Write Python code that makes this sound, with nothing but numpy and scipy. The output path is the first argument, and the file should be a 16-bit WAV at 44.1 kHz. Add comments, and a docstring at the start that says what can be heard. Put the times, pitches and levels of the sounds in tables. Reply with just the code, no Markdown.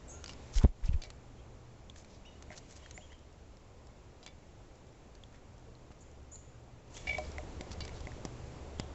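"""Small birds chirp in the trees over a distant rumble and a wavering hum; then claws tick close by.
A woodpecker flutters past a small camera, lands on a wire seed feeder and pecks at it. Its wing strokes
are slowing swings of air that overload the microphone; claws and beak are knocks, clicks, scratches and
ringing wires, with thuds in the tray. Chirps are gliding tones with echoes; the background is shaped noise."""
import sys
import numpy as np
from scipy import signal
from scipy.io import wavfile
from scipy.ndimage import uniform_filter1d

SR = 44100
rng = np.random.default_rng(int(sys.argv[2]) if len(sys.argv) > 2 else 0)


def wrap_up_sound(samples):
    """Save the sound to the file named by the first command line argument, as 16-bit audio."""
    columns = np.atleast_2d(samples).T
    # keep every value between -1 and 1, then stretch to whole-number steps
    tamed = np.clip(columns, -1, 1)
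    steps = np.round(tamed * 32767).astype(np.int16)
    wavfile.write(sys.argv[1], SR, steps)


N = 394254

# Hard pecks that carry through to the tray. Each row: start in seconds, knock strength in dB,
# click in dB against the knock, thud strength in dB, tray ring strength in dB.
PECKS = [(2.5043, -37, -15, -33, -51), (2.9771, -33, -15, -51, -51), (5.906, -63, -7, -34, -60),
         (7.0714, -28, -18, -49, -47), (7.183, -43.5, 12.5, -42, -34), (7.3828, -26.5, -14, -50, -44),
         (7.6097, -38.5, 4.5, -25.5, -50), (8.071, -31, -12, -25.5, -47.5), (8.2517, -39, 8.5, -19, -52),
         (8.798, -30.5, 2.5, -16, -52)]
# Light, hollow beak taps on the seed. Each row: start in seconds, knock strength in dB, knock in Hz.
SEED_TAPS = [(.2605, -34, 4700), (1.8986, -36.5, 3460), (2.5168, -39.5, 2000), (2.8612, -38.5, 1830),
             (3.1205, -45, 1980), (3.129, -46, 1970), (5.2367, -40, 3360), (5.752, -49.5, 4200),
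             (6.357, -46, 4300), (7.172, -40, 3500), (7.251, -42, 4800), (7.893, -40, 2200),
             (8.054, -46, 3300), (8.118, -40, 1840)]
# Claws clicking on the wires. Each row: start in seconds, knock strength in dB, knock in Hz.
CLAW_TICKS = [(0.2417, -34.5, 6420), (0.2796, -43, 5100), (0.294, -38.5, 2860), (.334, -44.5, 5200),
              (0.5841, -32, 3320), (1.0189, -42.5, 6360), (1.037, -39, 4330), (1.1035, -40, 4400),
              (1.9605, -46, 1790), (2.0468, -47.5, 2360), (2.4247, -44, 6400), (2.9106, -41.5, 6440),
              (3.57, -56.5, 5500), (3.87, -53, 5470), (4.2293, -49, 4640), (4.2637, -40, 3270),
              (4.2766, -44, 2230), (5.152, -50.5, 4400), (5.326, -55, 1110), (5.362, -63, 1510),
              (6.968, -42, 6370), (7.265, -48, 3900), (7.318, -46, 5740), (7.716, -41.5, 4550),
              (7.8061, -37, 4730), (7.852, -40, 5000), (7.8793, -40.5, 2100), (8.006, -44.5, 4930)]
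# Claws rattling the wires. Each row: start in seconds, level in dB, centre in Hz of the wires that answer.
RATTLES = [(.258, -60, 2850), (.292, -52, 2840), (1.019, -50, 4000), (1.043, -52.5, 2400),
           (4.228, -51, 4520), (4.263, -49, 3330), (6.967, -48, 2280), (7.07, -35.5, 2300),
           (7.089, -33.5, 2110), (7.108, -49, 2240), (7.13, -41.5, 2220), (7.235, -54.5, 2300),
           (7.806, -40, 3760)]
# Wires of the cage. Each row: mode in Hz, strength in dB, 60 dB decay in seconds before the grip damps it.
CAGE_MODES = [(1740, -6, .15), (2017, -5, .15), (2246, -4, .3), (2284, 0, .4), (2364, -4, .2),
              (2810, -5, .15), (3042, -9, .2), (3222, -10, .12), (3510, -5, .15), (3967, -4, .16),
              (4480, -2, .17), (4790, -3, .12), (5200, -4, .12), (5916, -4, .12), (7140, -6, .12)]
# The seed tray under the cage. Each row: mode in Hz, strength in dB, 60 dB decay in seconds.
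TRAY_MODES = [(611.2, 2, 0.18), (735, 4.5, 0.09), (1016, -4.5, 0.042)]
# Air pushed at the microphone by each wing stroke. Each row: start in seconds, strength in dB before
# overload, first swing in Hz, spread in half swings.
WING_GUSTS = [(.552, -19, 80.5, 1.62), (.638, 2.5, 110.7, 0.97), (.678, -25.5, 50.3, 0.93),
              (.825, -24, 49.3, 0.97), (0.882, -17, 62, 0.27), (0.898, -25.5, 74, 1.13),
              (0.933, -19, 57.4, 0.41), (0.948, -26, 62.4, 0.61), (0.943, -31, 52.4, 1.34)]
# Feathers and claws brushing. Each row: start in seconds, length in seconds, level in dB, colour in Hz.
BRUSHES = [(0.252, 0.096, -54.5, 5000), (0.518, 0.1, -43.5, 5700), (0.593, 0.079, -44.5, 1000),
           (0.824, 0.042, -57, 1980), (0.845, 0.038, -51, 5000), (0.873, 0.027, -52, 2600),
           (0.922, 0.036, -52.5, 2300), (1.01, 0.074, -59, 5500), (1.936, 0.11, -57.5, 6640),
           (2.041, 0.18, -64.5, 5100), (2.505, 0.056, -53.5, 1700), (2.549, 0.054, -48, 6100),
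           (2.677, 0.077, -54.5, 6960), (2.746, 0.045, -54, 6400), (5.314, 0.086, -64, 1760),
           (5.904, 0.036, -63, 1420), (6.894, 0.16, -51.5, 6940), (7.06, 0.048, -54, 4300),
           (7.159, 0.22, -64.5, 5000), (7.702, 0.047, -48.5, 4950), (7.807, 0.087, -58, 4700),
           (7.918, 0.095, -58, 4200)]
# Bird notes from the trees, mostly high, some buzzing. Each row: start in seconds, length in seconds,
# top in Hz before any buzz, level in dB before the echoes, buzz from 0 to 1.
BIRD_NOTES = [(0.076, 0.045, 7700, -56, 0.4), (0.088, 0.066, 6700, -54, .45),
              (0.105, 0.16, 1407, -67.5, 0.1), (2.251, 0.049, 3740, -70, .2),
              (2.937, 0.05, 7160, -58.5, .25), (6.003, .032, 7100, -63, 0.8),
              (6.312, 0.061, 7060, -53, 0.47), (8.781, 0.048, 3330, -59.5, 0.64)]
# Clear whistles from the trees. Each row: start in seconds, length in seconds, top in Hz before
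# any buzz, level in dB before the echoes.
BIRD_WHISTLES = [(1.38, 0.028, 3270, -70), (2.247, 0.053, 2977, -59.5), (2.819, 0.05, 3250, -65.5),
                 (3.001, 0.062, 3310, -64.5), (3.094, 0.065, 3200, -66), (6.941, 0.063, 3480, -60.5)]
# Level of the background as the camera hears it, with rustle close by. Each row: time in seconds,
# rumble level in dB (150-1000 Hz), treble hiss and rustle level in dB (3-8 kHz).
BACKGROUND_LEVELS = [(0, -57, -69.5), (0.501, -55.5, -65), (1.15, -59, -71.5), (1.85, -60, -72),
                     (2.4, -59, -70), (2.85, -60, -66), (3.2, -61, -72.5), (4.6, -60.5, -72),
                     (6.851, -60.5, -72.5), (7.1, -52.5, -58), (7.45, -51.5, -64), (8.1, -52.5, -63.5),
                     (8.94, -53, -66)]
# Colour of the distant rumble. Each row: frequency in Hz, density in dB per Hz.
RUMBLE_SPECTRUM = [(12, -38.5), (20, -2), (69, -2), (135, -12), (500, -15.5), (1000, -23), (3000, -41)]
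# Colour of the hiss and rustle. Each row: frequency in Hz, density in dB per Hz.
HISS_SPECTRUM = [(900, -20.5), (2080, -3), (5000, -8), (7400, -6), (8300, -12)]
# Wavering low drones. Each row: centre in Hz, resonance width in Hz, relative level in dB.
DRONES = [(72, 2.5, 0), (120.5, 1.5, -3)]

PECK_HZ = 2093
TICK_CLICK_DB, TAP_CLICK_DB = 2, -9  # click against the knock
THUD_S = 0.0017
WIRE_HZ = CAGE_MODES[3][0]  # the strongest wire, reference for damping and flutter
GRIP_DB_PER_S, GRIP_SLOPE = 47, 0.83  # damping by the grip at WIRE_HZ; exponent of its growth with pitch
STRETCH = 1.38  # each half swing of air against the one before
PEAK_HALF, PEAK_LAG = 1.29, 0.68  # the strongest half swing comes later in a long gust
NOTE_START = .91  # starting pitch as a share of the top
WHISTLE_START_HZ, WHISTLE_BUZZ = 2267, 0.16
QUIET_DB = -60  # rumble level at which the drones sit at DRONE_DB
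DRONE_DB, DRONE_FOLLOW = -62, 1.24  # dB; dB gained per dB of rumble
CEILING = .202  # amplitude at which the converter saturates
SLOPE_HZ, EDGE_HZ = 7804, 8230  # the treble starts to sink a little below the band limit


def gain_of(db):
    """Amplitude factor for a level in dB."""
    return 10 ** (np.asarray(db) / 20)


def evened(x):
    """Scale to unit RMS."""
    return x / np.sqrt(np.mean(x ** 2) + 1e-20)


def add(mix, s, sound):
    """Lay a sound into the mix at s seconds, cut off at the end."""
    part = mix[round(s * SR):][:len(sound)]
    part += sound[:len(part)]


def resonate(x, hz, width):
    """A resonance of gain 1 at hz: shift hz down to zero, smooth, shift back."""
    turn = np.exp(2j * np.pi * hz * np.arange(len(x)) / SR)
    r = np.exp(-np.pi * abs(width) / SR)
    return 2 * (turn * signal.lfilter([1 - r], [1, -r], x / turn)).real


def contact_click(t):
    """A dying noise burst with a sharp first contact."""
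    click = rng.standard_normal(len(t)) * np.exp(-t / 0.0029) * 0.79
    click[:3] += 1.6
    return click


def beak_and_claws():
    """Each contact is a hollow, fast-dying knock with a click on top."""
    out, t = np.zeros(N), np.arange(1500) / SR
    hard = [(s, db, PECK_HZ, click_db) for s, db, click_db, _, _ in PECKS]
    claws = [(s, db, hz, TICK_CLICK_DB) for s, db, hz in CLAW_TICKS]
    taps = [(s, db, hz, TAP_CLICK_DB) for s, db, hz in SEED_TAPS]
    for s, db, hz, click_db in hard + claws + taps:
        knock = np.sin(2 * np.pi * hz * t) * np.exp(-t / 0.0015) * np.minimum(t / 0.00062, 1)
        add(out, s, gain_of(db) * (knock + gain_of(click_db) * contact_click(t)))
    return out


def ringing(modes, colour_db, t):
    """Modes die with chance phases and shares, as each blow lands elsewhere; loose joints make them flutter."""
    hz, db, t60 = np.transpose(modes)[:, :, None]
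    phase, share = rng.random((2, len(modes), 1))
    flutter = rng.standard_normal((len(modes), len(t)))
    flutter = evened(uniform_filter1d(flutter, size=140, axis=1))
    flutter *= hz / WIRE_HZ  # high modes flutter most
    levels = gain_of(db + colour_db - 4 * share - 60 * t / t60 + 1.9 * flutter)
    tones = levels * np.sin(2 * np.pi * (hz * t + phase))
    return tones.sum(0) * np.minimum(t / 0.0025, 1)


def tray():
    """A hard peck gives the tray a short push and rebound, then a dull ring."""
    out, t = np.zeros(N), np.arange(SR // 2) / SR
    thud = (1 - t / THUD_S) * np.exp(-t / THUD_S) * np.minimum(t / .0005, 1)
    for s, _, _, thud_db, ring_db in PECKS:
        ring = ringing(TRAY_MODES, 0, t) * np.minimum(t / 0.0018, 1)
        add(out, s, gain_of(thud_db) * thud + gain_of(ring_db) * ring)
    return out


def cage():
    """A short gritty shake sets the nearby wires ringing; touching wires chop the ring."""
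    out, t = np.zeros(N), np.arange(SR // 2) / SR
    wire_hz = np.array(CAGE_MODES)[:, :1]
    for s, db, hz in RATTLES:
        shake = rng.standard_normal(1200) * np.exp(-t[:1200] / .0025)
        shake[0] = 6.6  # a hard first contact
        nearness_db = -15 * abs(np.log2(wire_hz / hz))  # 15 dB less per octave away
        grip_db = GRIP_DB_PER_S * (hz / WIRE_HZ) ** GRIP_SLOPE
        ring = ringing(CAGE_MODES, nearness_db, t) * gain_of(-grip_db * t)
        ring += gain_of(-9) * ringing(TRAY_MODES, 0, t)  # the tray under the cage hums along
        add(out, s, gain_of(db) * signal.fftconvolve(ring, shake / np.linalg.norm(shake)))
    chatter = uniform_filter1d(rng.standard_normal(N), size=200)
    chatter = evened(uniform_filter1d(chatter, size=200))
    return out * gain_of(2.5 * chatter)


def wings():
    """Each stroke pushes and sucks; every half swing lasts longer than the last as the eddy passes."""
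    out, t = np.zeros(N), np.arange(SR // 4) / SR
    for s, db, hz, spread in WING_GUSTS:
        centre = PEAK_HALF + PEAK_LAG * spread ** 2
        halves = np.log(1 + 2 * hz * (STRETCH - 1) * t) / np.log(STRETCH)  # half swings so far
        swell = np.exp(-((halves - centre) / spread) ** 2)
        add(out, s, gain_of(db) * np.sin(np.pi * halves) * swell)
    return out


def brushes():
    """Feathers and claws scrape in grains of uneven size, partly broad and partly coloured."""
    out = np.zeros(N)
    for s, length, db, hz in BRUSHES:
        size, broad, coloured = rng.standard_normal((3, round(length * SR)))
        grains = gain_of(3.6 * evened(uniform_filter1d(size, size=130)))
        scratch = .7 * evened(broad - uniform_filter1d(broad, size=40))
        scratch += evened(resonate(coloured, hz, .35 * hz))
        add(out, s, gain_of(db) * evened(grains * scratch) * np.hanning(len(size)))
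    return out


def seed_clicks():
    """Faint seed and husk clicks at chance moments, seven a second on average."""
    strength = np.minimum(rng.exponential(1, N), 2)
    seeds = (rng.random(N) < 7 / SR) * strength
    bright_click = np.diff(contact_click(np.arange(1500) / SR))
    return gain_of(-57) * signal.oaconvolve(seeds, bright_click)[:N]


def birds():
    """Quick glides rise to a top and sink partway, some buzzing, smeared by echoes from the trees."""
    out = np.zeros(N)
    notes = [(*row, NOTE_START * row[2]) for row in BIRD_NOTES]
    whistles = [(*row, WHISTLE_BUZZ, WHISTLE_START_HZ) for row in BIRD_WHISTLES]
    for s, length, top_hz, db, buzz, start_hz in notes + whistles:
        u = np.arange(round(length * SR)) / (length * SR)  # 0 to 1 through the note
        wobble = evened(uniform_filter1d(rng.standard_normal(len(u)), size=30))
        glide = np.sin(np.pi * .72 * u ** .7)
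        hz = start_hz + (top_hz - start_hz) * glide + 500 * buzz * wobble
        turn = 2 * np.pi * np.cumsum(hz) / SR
        tone = np.sin(turn) + 0.4 * (1 - u) * np.sin(2 * turn)  # the overtone fades
        add(out, s, np.sqrt(2) * gain_of(db) * tone * signal.windows.tukey(len(u), .35))
    t = np.arange(SR // 2) / SR
    echoes = rng.standard_normal(len(t)) * gain_of(-60 * t / .5) * (t > .008)  # from 8 ms on
    return out + gain_of(-5.5) * signal.fftconvolve(out, echoes / np.linalg.norm(echoes))[:N]


def noise(spectrum, lo_hz, hi_hz, patchy_db):
    """Shaped noise with drifting patches, at unit level between lo_hz and hi_hz."""
    frames, hz = N // 256 + 5, np.fft.rfftfreq(1024, 1 / SR)
    real, imag, patches = rng.standard_normal((3, len(hz), frames))
    patches = uniform_filter1d(patches, size=12, axis=0)  # across frequency
    patches = evened(uniform_filter1d(patches, size=10, axis=1))  # across time
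    f, db = np.transpose(spectrum)
    shape = gain_of(np.interp(np.log(hz + 1), np.log(f + 1), db, right=-99))
    bins = (real + 1j * imag) * shape[:, None] * gain_of(patchy_db * patches)
    x = evened(signal.istft(bins, nperseg=1024, noverlap=768)[1][:N])
    share = np.sum(shape[(hz > lo_hz) & (hz < hi_hz)] ** 2) / np.sum(shape ** 2)
    return x / np.sqrt(share)


def background():
    """Far rumble, hiss and close rustle as shaped noise, and drones as noise through narrow resonances."""
    s, low_db, high_db = np.transpose(BACKGROUND_LEVELS)
    t = np.arange(N) / SR
    rumble_db, hiss_db = np.interp(t, s, low_db), np.interp(t, s, high_db)
    rumble = gain_of(rumble_db) * noise(RUMBLE_SPECTRUM, 150, 1000, patchy_db=.7)
    hiss = gain_of(hiss_db) * noise(HISS_SPECTRUM, 3000, 8000, patchy_db=.6)
    drones = np.zeros(N)
    for hz, width, db in DRONES:
        hum = resonate(rng.standard_normal(N), hz, width)
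        drones += gain_of(db) * evened(resonate(hum, hz, width))
    drones *= gain_of(DRONE_DB + DRONE_FOLLOW * (rumble_db - QUIET_DB))
    return rumble + hiss + drones


def scene():
    """The woodpecker at the feeder, then the trees and the background behind it, in one channel."""
    feeder = beak_and_claws() + tray() + cage() + seed_clicks()
    return (feeder + wings() + brushes() + birds() + background())[None]


def record(dry):
    """The camera microphone saturates, ducks late after loud gusts, cuts the treble and adds a faint floor."""
    clipped = np.clip(dry, -CEILING, CEILING)
    power_db = 10 * np.log10(abs(uniform_filter1d(clipped[0] ** 2, size=900)) + 1e-12)
    fall = np.arange(N) * 60 / SR  # recovers 60 dB a second
    held_db = np.maximum.accumulate(power_db + fall) - fall
    over_db = np.maximum(held_db + 24, 0)  # the control acts above -24 dB
    late_db = np.roll(uniform_filter1d(over_db, size=1500), shift=2400)  # and reacts late
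    ducked = clipped / gain_of(late_db)
    gentle = signal.firwin(121, SLOPE_HZ, window=("kaiser", 5), fs=SR)[None]
    steep = signal.firwin(401, EDGE_HZ, window=("kaiser", 9), fs=SR)[None]
    dulled = signal.oaconvolve(ducked, gentle, "same")
    limited = signal.oaconvolve(dulled, steep, "same")
    return limited + gain_of(-99) * rng.standard_normal(dry.shape)


dry = scene()
out = record(dry)
wrap_up_sound(out)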